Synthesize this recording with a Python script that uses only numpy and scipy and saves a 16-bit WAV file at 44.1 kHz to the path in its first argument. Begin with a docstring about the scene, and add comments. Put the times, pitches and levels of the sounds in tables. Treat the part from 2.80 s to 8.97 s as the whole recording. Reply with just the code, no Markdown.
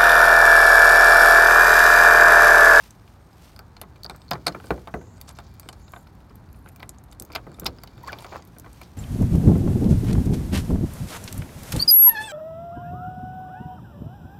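"""A hand brushes past and a key is worked into the lock of a steel hasp on a hollow fence gate, outdoors.
Each contact rings keys, hasp, panel and frame by its own levels: noise bursts plus decaying sines. Early on a far
bird calls in gliding noise bands over a filtered-noise rumble; sprung pins ping, the lock snaps, and the gate bumps
on its lowest mode as the lock lets go. Keys jingle as grazed high modes; late clicks follow. Last, the hasp
opens: random slips scrape through steel resonances, a gliding tone squeaks, and filtered slips rustle as the hand brushes."""
import sys
import numpy as np
from scipy import signal
from scipy.fft import rfft, irfft, next_fast_len
from scipy.io import wavfile
from scipy.ndimage import uniform_filter1d

SR = 44100
rng = np.random.default_rng(int(sys.argv[2]) if len(sys.argv) > 2 else 0)


def int16_out(signal):
    """Quantize to a 16-bit WAV file."""
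    q = np.round(np.clip(np.atleast_2d(signal).T, -1, 1) * 32767)
    wavfile.write(sys.argv[1], SR, q.astype(np.int16))


N = 272097
TIME = np.arange(N) / SR
RING_TIME = np.arange(SR // 3) / SR

# Modes of the keys. Each row: frequency in Hz, relative level in dB, t60 in seconds.
KEYS = [(6380, -5, 0.067), (7130, -6, 0.048), (7500, -7, 0.082), (8600, -9, 0.028), (9300, -9, 0.032),
        (9860, -3, 0.033), (11500, -5.5, 0.063), (12500, -26, 0.037), (14400, -49.5, .05),
        (14170, -5.5, 0.026)]
# Spectrum of the hiss of rubbed steel. Each row: frequency in Hz, relative density in dB.
HISS_COLOUR = [(1000, 0), (2400, -11), (3200, -1), (4700, 0.5), (7000, -3.5), (10000, -27), (16000, -5)]
# How hard the hand works key and hasp. Each row: time in seconds, relative level of rubbing steel in dB.
EFFORT = [(0.0, -81), (0.93, -74), (1.48, -67), (1.89, -62.5), (2.23, -81), (2.42, -69), (2.58, -66),
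          (2.75, -64.5), (3.28, -71.5), (3.73, -76), (3.88, -76), (4.29, -80.5), (4.52, -69.5), (5.29, -62),
          (5.41, -58.5), (5.46, -69), (5.59, -74), (6.17, -72)]


def from_db(db):
    """Decibels to gain."""
    return 10 ** (np.asarray(db) / 20)


def rms_one(x):
    """Scale to unit rms."""
    return x / np.sqrt(np.mean(x ** 2) + 1e-20)


def in_time(rows):
    """Each column of a curve at every sample."""
    s, *columns = np.transpose(rows)
    return [np.interp(TIME, s, c) for c in columns]


def add(track, s, sound):
    """Mix a sound in at time s."""
    at = int(s * SR)
    track[at:at + len(sound)] += sound[:N - at]


def coloured(x, colour):
    """Causal (minimum-phase) filter with the given spectrum."""
    size = next_fast_len(len(x) + 2048, True) // 2 * 2
    hz, db = np.transpose(colour)
    bin_hz = np.arange(size // 2 + 1) * SR / size
    log_gain = np.log(from_db(np.interp(np.log(bin_hz + 1), np.log(hz), db)))
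    # folding the cepstrum onto positive time gives minimum phase
    cepstrum = irfft(log_gain)
    cepstrum[1:size // 2] *= 2
    cepstrum[size // 2 + 1:] = 0
    return irfft(rfft(x, size) * np.exp(rfft(cepstrum)))[:len(x)]


def noise(colour):
    """Steady coloured noise, rms 1."""
    return rms_one(coloured(rng.standard_normal(N), colour))


def drift(per_s):
    """Random curve through per_s knots a second, rms 1."""
    knots = rng.standard_normal(int(N / SR * per_s) + 2)
    return rms_one(np.interp(TIME * per_s, np.arange(len(knots)), knots))


def swells(rows, drop_db=23.5):
    """Gain of movements that swell and fade evenly, drop_db weaker one half-length from their middles."""
    return sum(from_db(db - drop_db * np.abs(TIME - s) / half_s) for s, half_s, db in rows)


def dying(t60_s):
    """Exponential decay after a blow."""
    return from_db(-60 * RING_TIME / t60_s)


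def mode_shapes(modes):
    """One decaying sine per mode."""
    return np.array([from_db(db) * dying(t60_s) * np.sin(2 * np.pi * hz * RING_TIME)
                     for hz, db, t60_s in modes])


def resonance(x, hz, sharpness):
    """A broad resonance with gain 1 on top."""
    return signal.lfilter(*signal.iirpeak(hz, sharpness, fs=SR), x)


def slips(per_s, spread_db):
    """Random tiny slips of uneven size."""
    return (rng.random(N) < per_s / SR) * rng.standard_normal(N) * from_db(spread_db * drift(220))


def rubbed_steel(per_s, spread_db):
    """Slips ring the resonances of the steel; rms 1."""
    # Resonances of rubbed steel. Each row: frequency in Hz, relative level in dB, t60 in seconds.
    resonances = [(2373, -2, 0.044), (3770, 5.5, 0.0048), (4520, 6, 0.012), (4950, 5, 0.0054),
                  (6850, 1.5, 0.0058), (8960, -17, .02), (9700, -23, 0.0077), (12500, -7, .012),
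                  (14500, -15, .008)]
    ring = mode_shapes(resonances).sum(axis=0)
    return rms_one(signal.fftconvolve(slips(per_s, spread_db), ring)[:N])


def swish(length_s, hz, width_hz):
    """A band of noise around a steady or moving centre that swells and fades."""
    count = int(length_s * SR)
    low_pass = signal.butter(3, width_hz / 2, fs=SR, output="sos")
    wobble = signal.sosfilt(low_pass, rng.standard_normal(count) + 1j * rng.standard_normal(count))
    carrier = np.exp(2j * np.pi * np.cumsum(hz * np.ones(count)) / SR)
    return rms_one((wobble * carrier).real) * signal.windows.tukey(count, .5)


def outdoors(rumble_db=-46.5, air_db=-57.5, approach_s=2, approach_db=-4.5):
    """Even air, and a low rumble that builds as the gate is approached: two coloured noises."""
    # Spectra of rumble and air. Each row: frequency in Hz, relative density in dB.
    rumble_colour = [(12, -52), (20, -20.5), (29, -24.5), (36, -33), (44, -2), (59, 2.5), (108, -1),
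                     (140, -5), (179, -6.5), (211, -9.5), (330, -17), (430, -25.5), (730, -120)]
    air_colour = [(140, -29), (230, -4.5), (303, -3), (386, -3.5), (422, -5), (520, -6), (835, -3.5),
                  (1500, -10.5), (2270, -20.5), (3200, -32), (4160, -25), (7040, -120)]
    build_db = approach_db * np.clip(1 - TIME / approach_s, 0, 1)
    return from_db(rumble_db + build_db) * noise(rumble_colour) + from_db(air_db) * noise(air_colour)


def far_bird():
    """Thin, buzzy whistles: noise bands glide, then level off, under a fast random flutter."""
    # Each row: start in seconds, length in seconds, start in Hz, end in Hz, width in Hz, relative level in dB.
    calls = [(0.379, 0.2, 8500, 8300, 500, -73), (1.257, 0.24, 7960, 8250, 550, -67),
             (2.078, 0.32, 5770, 7120, 1140, -60), (2.79, 0.14, 8300, 8300, 500, -65),
             (2.347, 0.136, 7900, 8100, 500, -69), (2.957, 0.3, 6450, 7200, 1100, -61)]
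    out = np.zeros(N)
    for s, length_s, start_hz, end_hz, width_hz, db in calls:
        glide = np.linspace(1, 0, int(length_s * SR)) ** 2
        hz = end_hz + (start_hz - end_hz) * glide
        add(out, s, from_db(db) * swish(length_s, hz, width_hz))
    return out * from_db(0.74 * drift(180) - 6.0)


def hand_rustle(floor_db=-74, trim_db=3.0):
    """Hand and sleeve rustle in very dense slips that swell as they brush past."""
    # Each row: middle in seconds, half-length in seconds, relative level in dB.
    brushes = [(0.04, 0.16, -56), (0.3, 0.38, -68.5), (0.66, 0.18, -58), (1.9, 0.82, -62.5),
               (5.42, 0.11, -58), (6.0, 0.59, -62)]
    # Spectrum of the rustle. Each row: frequency in Hz, relative density in dB.
    rustle_colour = [(1350, -6.5), (2300, -3), (5030, -5.5), (6140, -6), (7540, -10.5), (8530, -8),
                     (10700, -14), (12800, -9), (15800, -17), (16500, -71.5)]
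    movement = np.hypot(from_db(floor_db), swells(brushes))
    return movement * from_db(trim_db) * rms_one(coloured(slips(25000, 2.05), rustle_colour))


def key_rubbing():
    """The key rubs in the lock; rough spots catch and release in a fine crackle."""
    effort_db, = in_time(EFFORT)
    rubbing = from_db(effort_db - 2.5) * rubbed_steel(per_s=2500, spread_db=2.0)
    catches = from_db(effort_db - 4) * rms_one(coloured(slips(450, 1.5), HISS_COLOUR))
    return rubbing + catches


def jingle(per_s=120, centre_hz=12300, width_hz=4000, count=7, stir_db=-77):
    """Loose keys of slightly different sizes graze each other and ring mostly in their highest modes."""
    # Shakes of the bunch. Each row: middle in seconds, half-length in seconds, relative level in dB.
    shakes = [(1.875, 0.15, -53), (2.5, 0.16, -57), (3.15, 0.34, -57), (3.86, 0.26, -58.5),
              (4.555, 0.066, -55)]
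    out = np.zeros(N)
    keys = [mode_shapes([(hz * size, db, t60_s) for hz, db, t60_s in KEYS])
            for size in np.linspace(.93, 1.05, count)]
    high = np.exp(-((np.array(KEYS)[:, 0] - centre_hz) / width_hz) ** 2)
    shaking = np.hypot(from_db(stir_db), swells(shakes))  # barely stirs in between
    for s in rng.uniform(0, TIME[-1], int(per_s * TIME[-1])):
        strength = shaking[int(s * SR)] * from_db(rng.normal(0, 3))
        weights = high * rng.standard_normal(len(KEYS))
        add(out, s, strength * weights @ keys[rng.integers(count)])
    return out


def key_in_lock(pin_t60_s=0.0095, pin_rise_s=0.00023):
    """Sprung pins ping briefly over the key's teeth; the key slides with an uneven, grainy hiss."""
    # Each row: time in seconds, frequency in Hz, level in dB before the attack.
    pins = [(1.2337, 4440, -25), (1.2454, 4660, -20.5), (1.2629, 4580, -21.5), (1.4818, 4330, -38),
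            (1.49, 4350, -36)]
    # Slides on steel. Each row: start in seconds, length in seconds, centre in Hz, width in Hz, relative level in dB.
    slides = [(1.27, 0.12, 4440, 1700, -70), (1.85, 0.046, 8450, 2480, -61), (2.47, 0.051, 5500, 5300, -52),
              (2.545, 0.037, 5500, 3200, -66), (2.36, 0.018, 6000, 4500, -65),
              (2.625, 0.068, 4850, 3800, -67), (3.868, 0.032, 1700, 2200, -56.5),
              (5.384, 0.079, 9600, 2200, -63), (5.349, 0.296, 3960, 2800, -64),
              (4.75, 0.048, 10000, 4000, -70), (5.458, 0.18, 6660, 1000, -68),
              (6.02, 0.048, 4600, 2510, -61.5)]
    pings, sliding = np.zeros(N), np.zeros(N)
    attack = 1 - np.exp(-RING_TIME / pin_rise_s)
    for s, hz, db in pins:
        add(pings, s, mode_shapes([(hz, db, pin_t60_s)])[0] * attack)
    for s, length_s, hz, width_hz, db in slides:
        add(sliding, s, from_db(db) * swish(length_s, hz, width_hz))
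    return pings + sliding * from_db(4.5 * drift(250))


def scrape():
    """Rusty steel grinds in dense slips as the hasp swings open, and the hinge briefly sings."""
    # Each row: time in seconds, relative grinding level in dB, relative hiss level in dB.
    rub = [(5.18, -66, -76), (5.28, -47, -42.5), (5.316, -48, -51), (5.332, -31.5, -50),
           (5.346, -47.5, -58), (5.49, -52.5, -49.5), (5.554, -36.5, -52), (5.564, -44, -44.5),
           (5.72, -81, -92)]
    # Spectrum of the grinding. Each row: frequency in Hz, relative density in dB.
    grind_colour = [(150, -12), (450, 6.5), (1000, 8), (1600, -7), (2500, -7.5), (5000, -34)]
    # Hinge squeak. Each row: time in seconds, mean pitch in Hz, relative level in dB.
    squeak_curve = [(5.228, 1003, -71), (5.238, 958, -38), (5.25, 945, -46), (5.266, 1028, -64),
                    (5.277, 1094, -30), (5.285, 1160, -28.5), (5.291, 1720, -36), (5.303, 1420, -35),
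                    (5.313, 1500, -49)]
    grind_db, hiss_db = in_time(rub)
    moving = (TIME > rub[0][0]) & (TIME < rub[-1][0])
    moving = uniform_filter1d(1. * moving, size=900)
    grind = from_db(grind_db + 1.0) * rms_one(coloured(slips(1600, 2.5), grind_colour))
    hiss = from_db(hiss_db - 10) * rms_one(coloured(slips(1500, 3.3), HISS_COLOUR))
    ringing = from_db(hiss_db - 6.0) * rubbed_steel(per_s=610, spread_db=5.5)
    hz, squeak_db = in_time(squeak_curve)
    phase = 2 * np.pi * np.cumsum(hz * (1 + 0.03 * drift(700))) / SR
    tone = np.sin(phase) + from_db(-17) * np.sin(2 * phase)
    squeak = from_db(squeak_db + 3.7 * drift(300)) * tone
    singing = (TIME > squeak_curve[0][0]) & (TIME < squeak_curve[-1][0])
    return moving * (grind + hiss + ringing) + singing * squeak


def sway(hz=63, t60_s=0.15, rise_s=0.033, knock_hz=440, knock_t60_s=.028):
    """The hollow post knocks at once; the gate's lowest mode swells as the blow spreads through it."""
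    # Blows that move the whole gate. Each row: time in seconds, relative sway level in dB, knock level in dB.
    blows = [(1.516, -43, -43), (1.668, -49, -48), (1.9067, -22.5, -13), (2.144, -29.5, -35),
             (4.555, -44, -41), (4.867, -33.5, -48)]
    out = np.zeros(N)
    swell = 1 - np.exp(-RING_TIME / rise_s)
    for s, db, knock_db in blows:
        add(out, s, swell * mode_shapes([(hz, db + 9.5, t60_s)])[0])
        add(out, s, mode_shapes([(knock_hz, knock_db, knock_t60_s)])[0])
    return out


def faint_ticks(per_s=7, hasp_hz=(2000, 5400), keys_hz=(6200, 14000), spread_db=4):
    """The key shifts in its slot at random moments, harder with more effort."""
    count = int(per_s * TIME[-1])
    s = (np.arange(count) + rng.random(count)) / count * TIME[-1]
    effort_db = np.interp(s, *np.transpose(EFFORT))
    frame, panel, hasp, keys = effort_db + spread_db * rng.standard_normal((count, 4)).T
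    return list(zip(s, frame + 9, panel + 9, hasp + 10.5, rng.uniform(*hasp_hz, count),
                    keys + 3.5, rng.uniform(*keys_hz, count)))


def contacts():
    """Every blow spreads from the part it hits to the others.

    Each row: time in seconds, frame dB, panel dB, hasp dB, hasp Hz, keys dB, keys Hz; levels relative."""
    # Keys clink on ring and lock. Each row: time in seconds, relative level in dB, strongest frequency in Hz.
    key_clinks = [(0.107, -46.5, 6170), (1.234, -44, 14800), (1.361, -51, 13200), (1.509, -32, 12900),
                  (2.7405, -58, 15000), (3.12, -51, 11000), (3.3517, -63, 14000), (3.5558, -50, 11700),
                  (3.7283, -54, 11400), (3.8881, -49, 9200), (4.0923, -35, 6850), (4.1846, -52, 6100),
                  (4.2383, -53.5, 9250), (4.314, -53, 6260), (4.3985, -33.5, 7950), (4.422, -37, 14600),
                  (4.45, -47, 14200), (4.526, -50, 14300), (4.7418, -57, 7100), (4.7973, -33.5, 12300),
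                  (4.845, -44, 9700), (4.864, -29.5, 11900), (5.233, -52.5, 11600), (5.423, -50, 7350),
                  (5.6506, -54, 12200), (5.6745, -55, 12400), (5.7844, -44.5, 9300), (5.7973, -43, 13700),
                  (5.9303, -51.5, 8000)]
    # Steel snaps in lock and hasp. Each row: time in seconds, hasp level in dB, hasp's strongest frequency in Hz,
    # gate level in dB, keys level in dB, keys' strongest frequency in Hz; levels relative.
    lock_clicks = [(0.277, -57, 2170, -58, -70, 6320), (0.7624, -50, 4250, -50.5, -55, 8770),
                   (0.7911, -45, 4180, -41.5, -46.5, 12800), (0.9665, -47.5, 3970, -48, -59, 6400),
                   (1.0146, -42.5, 4100, -38, -35.5, 9300), (1.1624, -59, 2100, -64, -64, 6270),
                   (1.245, -53, 4600, -52, -50, 14000), (1.251, -52, 4600, -39, -51, 8800),
                   (1.297, -38, 3650, -33.5, -44, 8300), (1.3083, -48, 4500, -42, -58, 6400),
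                   (1.5129, -26.5, 4450, -21, -45, 6050), (1.5331, -36, 3880, -28.5, -44.5, 6200),
                   (1.6646, -38, 4800, -31.5, -50, 8160), (1.6677, -20, 4340, -22.5, -27, 8000),
                   (1.6752, -33, 3730, -37, -39, 8300), (1.68, -26, 3700, -27.5, -35.5, 6370),
                   (2.3789, -63, 4940, -52, -63, 6400), (2.413, -45, 4440, -53.5, -39, 11100),
                   (2.491, -51, 5200, -47.5, -43.5, 7600), (2.587, -46.5, 2680, -37, -50, 7200),
                   (2.797, -49.5, 4060, -52.5, -40, 10600), (2.8883, -38.5, 4360, -38.5, -41, 7040),
                   (2.928, -55.5, 5340, -49, -50, 6200), (3.9605, -57, 2340, -53, -47, 15200),
                   (3.9963, -55, 2230, -52, -58, 14400), (4.003, -50.5, 4140, -47.5, -63, 14960),
                   (4.0244, -55, 4200, -44.5, -63, 14400), (4.029, -38.5, 2140, -39, -54, 11600),
                   (4.3235, -52.5, 3600, -55, -57, 6900), (4.328, -56, 2490, -61, -53, 9300),
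                   (4.519, -47, 4640, -59, -56, 6400), (4.534, -48, 4770, -51, -72, 14000),
                   (4.5503, -35, 4120, -33.5, -42, 13200), (4.553, -33, 4040, -38, -37.5, 13100),
                   (4.5568, -46, 2330, -29.5, -50, 6400), (4.5593, -28.5, 2000, -37, -43.5, 6500),
                   (4.857, -37, 4450, -30, -48, 6400), (4.8608, -27.5, 4500, -33, -39, 6360),
                   (4.8656, -22.5, 3940, -32, -43, 6260), (5.0352, -45, 4400, -42, -41.5, 14500),
                   (5.2783, -44, 2020, -40, -48.5, 6830), (5.3212, -48, 4500, -45, -50, 9200),
                   (5.3296, -34.5, 4570, -35.5, -69, 6400), (5.4446, -45, 2000, -36.5, -55, 6400),
                   (5.5647, -52, 4600, -38, -58, 12900), (5.623, -55, 4700, -59, -56, 6144),
                   (6.0148, -45.5, 2000, -41.5, -50, 8900)]
    # Hasp knocks dully on the gate. Each row: time in seconds, relative panel level in dB, relative frame level in dB.
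    gate_knocks = [(1.0346, -44.5, -56), (1.3457, -45.5, -57), (1.5538, -34.5, -49), (1.6773, -49, -36),
                   (1.7476, -31, -34), (1.8, -41.5, -68), (1.8413, -44, -41), (1.9057, -20, -20.5),
                   (1.978, -42.5, -66), (2.0735, -32.5, -42.5), (2.1402, -26, -26.5),
                   (2.2133, -46.5, -41.5), (2.4814, -47, -68), (2.5009, -45.5, -66), (2.8583, -54, -45.5),
                   (3.136, -35.5, -54), (3.1624, -38.5, -54), (3.2687, -51.5, -68), (3.5064, -52, -49.5),
                   (3.8598, -44.5, -47), (4.41, -55, -39.5), (4.5017, -42.5, -45), (4.5804, -45, -59),
                   (4.6669, -40.5, -37), (4.786, -46, -44.5), (4.8189, -46.5, -33.5), (4.8335, -43, -44.5),
                   (4.8837, -45, -35.5), (5.5239, -39, -44), (5.5426, -44, -46), (5.7646, -50.5, -47.5),
                   (5.844, -45, -50.5), (5.8616, -42.5, -46)]
    # level change, and pitch favoured, in parts that a blow reaches second-hand
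    clink_to_gate_db, clink_to_hasp_db, clink_hasp_hz = -20, -19, 4770
    panel_to_frame_db = -8
    knock_to_hasp_db, knock_hasp_hz, knock_to_keys_db, knock_keys_hz = -12.5, 1850, -31.5, 9100
    clinks = [(s, db + clink_to_gate_db, db + clink_to_gate_db, db + clink_to_hasp_db, clink_hasp_hz, db, hz)
              for s, db, hz in key_clinks]
    clicks = [(s, gate_db + panel_to_frame_db, gate_db, db, hz, keys_db, keys_hz)
              for s, db, hz, gate_db, keys_db, keys_hz in lock_clicks]
    knocks = [(s, frame_db, db, db + knock_to_hasp_db, knock_hasp_hz, db + knock_to_keys_db, knock_keys_hz)
              for s, db, frame_db in gate_knocks]
    return clinks + clicks + knocks + faint_ticks()


def struck(times_s, levels_db, modes, colour, rise_s, crack_t60_s, tail_t60_s, tail_db, modes_db, size,
           pitches_hz=None, sharpness=1, off_pitch_db=0, click_db=-20):
    """One part under all contacts: click, crack, diffuse tail and modes, levelled over the first `size` samples."""
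    out, shapes = np.zeros(N), mode_shapes(modes)
    decay = dying(crack_t60_s) + from_db(tail_db) * dying(tail_t60_s)
    envelope = decay * (1 - np.exp(-RING_TIME / rise_s))
    for k, db in enumerate(levels_db):
        force = rng.standard_normal(len(envelope)) * envelope
        # the surfaces graze, then meet in one hard click
        force[np.argmax(envelope)] -= from_db(click_db) * np.linalg.norm(force[:size])
        crack = coloured(force, colour)
        # each point of contact weights the modes differently
        weights = rng.choice([-1, 1], len(modes)) * from_db(rng.normal(0, 8.1, len(modes)))
        ring = weights @ shapes
        blow = crack / crack[:size].std() + from_db(modes_db) * ring / ring[:size].std()
        if pitches_hz is not None:
            # the small piece that touches favours its own pitch; a low-pitched touch is also dull
            low_pass = signal.butter(4, min(1.65 * pitches_hz[k], SR / 2.2), fs=SR)
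            dulled = signal.lfilter(*low_pass, blow)
            blow = resonance(blow, pitches_hz[k], sharpness) + from_db(off_pitch_db) * dulled
        add(out, times_s[k], from_db(db) * blow / blow[:size].std())
    return out


def lock_and_gate():
    """Small steel parts snap and die at once; the hollow gate rattles on."""
    # Modes of each part. Each row: frequency in Hz, relative level in dB, t60 in seconds.
    frame_modes = [(118.8, -5, 0.53), (185.7, 1, 0.24), (311, 6, 0.067), (355, -10, 0.26),
                   (450, -23, 0.032), (494, -8, 0.11)]
    panel_modes = [(695, -3, 0.09), (774, -0.5, 0.029), (874, -10, 0.05), (1090, 5, 0.027),
                   (1344, 6, 0.021), (1524, 0.5, 0.047)]
    hasp_modes = [(1990, -6, .04), (2355, -2.5, .05), (3010, -8, .035), (3610, 1, .035), (3840, -3, .025),
                  (4235, 1, .035), (4600, 1, .03), (4815, -2, .025), (5040, -2, .03), (5490, -11, .035)]
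    # Spectra of the dense, unresolved part of each ring. Each row: frequency in Hz, relative density in dB.
    frame_colour = [(60, -24), (130, 2.5), (230, -4), (340, -0.5), (500, -3.5), (700, -13), (1500, -52)]
    panel_colour = [(250, -28.5), (520, -14), (700, -5.5), (1400, -10), (1750, -17.5), (3500, -46)]
    hasp_colour = [(900, -6), (1700, -22), (2100, 4), (3000, -1), (3700, 1.5), (5000, -1.5), (6000, -9),
                   (10000, -82)]
    keys_colour = [(3000, -17), (5500, 1), (8400, 1.5), (10500, -0.5), (12500, 4), (16000, -1.5)]
    s, frame_db, panel_db, hasp_db, hasp_hz, keys_db, keys_hz = np.transpose(contacts())
    frame = struck(s, frame_db, frame_modes, frame_colour, rise_s=0.0029, crack_t60_s=0.035,
                   tail_t60_s=0.28, tail_db=-6.0, modes_db=-6.0, size=970)
    panel = struck(s, panel_db, panel_modes, panel_colour, rise_s=0.0013, crack_t60_s=0.028,
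                   tail_t60_s=0.12, tail_db=-5.0, modes_db=-1.5, size=440, click_db=-20.5)
    hasp = struck(s, hasp_db, hasp_modes, hasp_colour, rise_s=0.00086, crack_t60_s=0.0059,
                  tail_t60_s=0.077, tail_db=-21, modes_db=1.0, size=220,
                  pitches_hz=hasp_hz, sharpness=12, off_pitch_db=-1, click_db=4)
    keys = struck(s, keys_db, KEYS, keys_colour, rise_s=0.00073, crack_t60_s=0.0059,
                  tail_t60_s=0.053, tail_db=-22, modes_db=-18, size=176,
                  pitches_hz=keys_hz, sharpness=12, off_pitch_db=-5.0, click_db=-4.0)
    return from_db(-4.5) * frame + from_db(-2.98) * panel + from_db(1.07) * hasp + from_db(0.07) * keys


def scene():
    """All sources summed in one channel, in open air: no reverberation."""
    background = outdoors() + far_bird() + hand_rustle()
    handling = key_rubbing() + jingle() + key_in_lock()
    return (background + handling + scrape() + sway() + lock_and_gate())[None]


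def record(dry):
    """The top of the range is cut steeply above 16.1 kHz."""
    return signal.sosfilt(signal.ellip(10, .2, 70, 16100, fs=SR, output="sos"), dry)


dry = scene()
out = record(dry)
int16_out(out)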